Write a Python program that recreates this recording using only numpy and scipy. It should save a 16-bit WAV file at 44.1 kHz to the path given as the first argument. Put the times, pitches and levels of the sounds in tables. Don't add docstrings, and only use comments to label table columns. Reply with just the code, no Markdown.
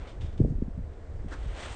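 import sys
import numpy as np
from scipy import signal
from scipy.fft import rfft, irfft
from scipy.io import wavfile
from scipy.ndimage import uniform_filter1d

SR = 44100
rng = np.random.default_rng(int(sys.argv[2]) if len(sys.argv) > 2 else 0)


def to_wav(s):
    ch = np.atleast_2d(s).T
    pcm = np.round(np.clip(ch, -1, 1) * 32767)
    wavfile.write(sys.argv[1], SR, pcm.astype(np.int16))


N = 77175
TIME = np.arange(N) / SR


def from_db(db):
    return 10 ** (np.asarray(db) / 20)


def rms_one(x):
    return x / np.sqrt(np.mean(x ** 2) + 1e-20)


def level(rows):
    return from_db(np.interp(TIME, *np.transpose(rows)))


def coloured(x, spectrum):
    hz, db = np.transpose(spectrum)
    bin_hz = np.maximum(np.arange(N // 2 + 1) * SR / N, 1)
    gain = from_db(np.interp(np.log(bin_hz), np.log(hz), db))
    bass_rolloff = np.minimum(bin_hz / hz[0], 1) ** 2
    return rms_one(irfft(rfft(x) * gain * bass_rolloff, N))


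def friction(spectrum, slips_per_s=5000, spread_db=3.5, slip_share=.43, flutter_db=.8, flutter_hz=45):
    slips = (rng.random(N) < slips_per_s / SR) * rng.choice([-1, 1], N)
    slips = slips * from_db(spread_db * np.minimum(rng.exponential(1, N), 5))
    flutter = coloured(rng.standard_normal(N), [(flutter_hz / 2, 0), (flutter_hz, 0), (flutter_hz * 10, -60)])
    rubbing = np.sqrt(slip_share) * rms_one(slips) + np.sqrt(1 - slip_share) * rng.standard_normal(N)
    return from_db(flutter_db * flutter) * coloured(rubbing, spectrum)


def stroke(onset, db, attack, t60):
    age = TIME - onset
    rise = np.clip(age / attack, 0, 1) ** 2
    return rise * from_db(db - 60 * np.maximum(age - attack, 0) / t60)


def soft_blow(peak_s, db, hz, rise_cycles, sharpness):
    cycles = (TIME - peak_s) * hz
    progress = np.clip(1 + cycles / rise_cycles, 0, 60)
    envelope = (progress * np.exp(1 - progress)) ** sharpness
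    return from_db(db) * envelope * np.cos(2 * np.pi * cycles)


def wind():
    # (time [s], level [dB])
    gusts = [(0, -32.5), (.08, -47), (.18, -37.5), (.25, -30), (.31, -37), (.45, -30), (.62, -35),
             (.75, -37), (.86, -35), (.95, -44), (1.06, -42), (1.16, -34), (1.28, -36), (1.35, -39.5),
             (1.5, -35.5), (1.6, -45), (1.7, -39)]
    # (frequency [Hz], relative level [dB])
    spectrum = [(20, 2), (35, 0.5), (50, -2.5), (74, 1), (110, -12), (170, -22.5), (300, -29), (600, -46.5),
                (1500, -70.5)]
    eddies = coloured(rng.standard_normal(N), spectrum)
    running_rms = np.sqrt(uniform_filter1d(eddies ** 2, size=3000) + 1e-9)
    return level(gusts) * eddies / running_rms


def hush(base_db=-52.5):
    # (frequency [Hz], relative level [dB])
    spectrum = [(100, -7), (200, -3), (320, 0.5), (550, -1), (750, -7.5), (1100, -14), (1900, -17.5),
                (2700, -26), (5000, -32), (8800, -35.5)]
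    # (time [s], relative level [dB])
    drift = [(0, 1), (.35, 1), (.42, -2), (.55, -2.5), (.85, -1), (1.2, 1.3), (1.75, 2)]
    return from_db(base_db) * level(drift) * coloured(rng.standard_normal(N), spectrum)


def mat_take_off():
    # (time [s], level [dB])
    fade = [(0, -52.5), (.07, -53.5), (.12, -59.5), (.18, -74), (.3, -93)]
    # (frequency [Hz], relative level [dB])
    spectrum = [(200, -3.5), (650, 0.5), (1500, -4.5), (3300, -12), (5000, -23), (8800, -29)]
    return friction(spectrum) * level(fade)


def clothes():
    # (onset [s], peak level [dB], attack [s], 60 dB decay time [s])
    rustles = [(.061, -52.5, .015, .25), (.093, -58, 0.019, 0.13), (.200, -52, .012, .31),
               (.240, -58, .018, .26), (.319, -61.5, .006, .13), (.369, -56.5, .011, 0.1),
               (.930, -64, .004, .05)]
    # (frequency [Hz], relative level [dB])
    spectrum = [(300, -8), (700, -3), (1600, -5), (2600, -5), (3100, -2), (3550, -1), (4000, -9),
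                (5000, -11.5), (8800, -19)]
    return friction(spectrum) * np.sqrt(sum(stroke(*row) ** 2 for row in rustles))


def shudder():
    # (onset [s], peak level [dB], attack [s], 60 dB decay time [s])
    swells = [(.205, -42.5, 0.022, .5), (.325, -46, .02, .3), (.378, -26, .022, .52),
              (.768, -43, 0.024, 0.06)]
    # (frequency [Hz], relative level [dB])
    spectrum = [(45, -3.5), (72, 1.5), (150, 0.5), (250, -9), (450, -15.5), (700, -31), (1200, -59.5)]
    return coloured(rng.standard_normal(N), spectrum) * sum(stroke(*row) for row in swells)


def bumps(tail_db=-14.5, tail_t60_s=.16, tail_hz=450):
    # (peak time [s], peak level [dB], frequency [Hz])
    blows = [(.4038, -12.5, 280), (.4083, -11.5, 130), (0.4165, -16.5, 105), (0.4196, -24.5, 342),
             (.4400, -22, 156), (.4490, -19.5, 418), (.4580, -28, 250), (0.4837, -28, 266),
             (0.5128, -24.5, 137), (0.5254, -26, 220), (0.5869, -34, 222), (.6222, -25, 335),
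             (.6255, -18.5, 181), (0.6836, -26, 182), (.7800, -27, 160), (0.7923, -30, 180),
             (0.8098, -31.5, 100), (1.2480, -35.5, 258), (1.2620, -30, 170), (1.4640, -30, 112)]
    knocks = sum(soft_blow(*row, rise_cycles=1.055, sharpness=5.76) for row in blows)
    tail = rng.standard_normal(N) * from_db(-60 * TIME / tail_t60_s)
    tail = signal.sosfilt(signal.butter(2, tail_hz, fs=SR, output="sos"), tail / np.linalg.norm(tail))
    return knocks + from_db(tail_db) * signal.fftconvolve(knocks, tail)[:N]


def wobbles():
    # (peak time [s], peak level [dB], frequency [Hz])
    swings = [(0.437, -23.5, 45), (0.567, -26.5, 33.1), (1.398, -29, 52.2), (1.484, -25.5, 46)]
    return sum(soft_blow(*row, rise_cycles=1.72, sharpness=2.2) for row in swings)


def shoe_scuff():
    # (onset [s], peak level [dB], attack [s], 60 dB decay time [s])
    scuff = (1.293, -39.5, .037, .17)
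    # (frequency [Hz], relative level [dB])
    spectrum = [(150, -10), (240, -2), (320, 5.5), (420, -3), (720, -10.5), (1200, -4), (1650, -3.5),
                (2400, -19), (4500, -21), (8800, -29)]
    return friction(spectrum) * stroke(*scuff)


def mat_stretch(crossover_hz=4800):
    # (time [s], level [dB])
    swell = [(1.277, -88), (1.283, -54.5), (1.34, -59), (1.39, -56), (1.44, -53.5), (1.54, -50),
             (1.575, -44), (1.615, -41.5), (1.66, -40.5), (1.695, -44), (1.75, -47)]
    # (frequency [Hz], relative level [dB])
    spectrum = [(150, -14), (330, -3), (700, -0.5), (1300, -5.5), (2000, -5.5), (2500, -9), (3200, -8),
                (4200, -14.5), (5200, -21), (5700, -18.5), (6900, -19.5), (8300, -18.5)]
    # (time [s], gain [dB])
    brightness = [(1.28, 0), (1.55, -2.5), (1.61, 1.5), (1.68, .5), (1.74, 4)]
    swish = friction(spectrum)
    body = signal.sosfiltfilt(signal.butter(2, crossover_hz, fs=SR, output="sos"), swish)
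    treble = swish - body
    return (body + treble * level(brightness)) * level(swell)


def scene():
    background = wind() + hush()
    jump = mat_take_off() + clothes()
    low_sounds = shudder() + bumps() + wobbles()
    landing = shoe_scuff() + mat_stretch()
    return (background + jump + low_sounds + landing)[None]


def record(dry):
    cutoff_hz = 8880
    return signal.sosfilt(signal.ellip(14, .1, 90, cutoff_hz, fs=SR, output="sos"), dry)


dry = scene()
out = record(dry)
to_wav(out)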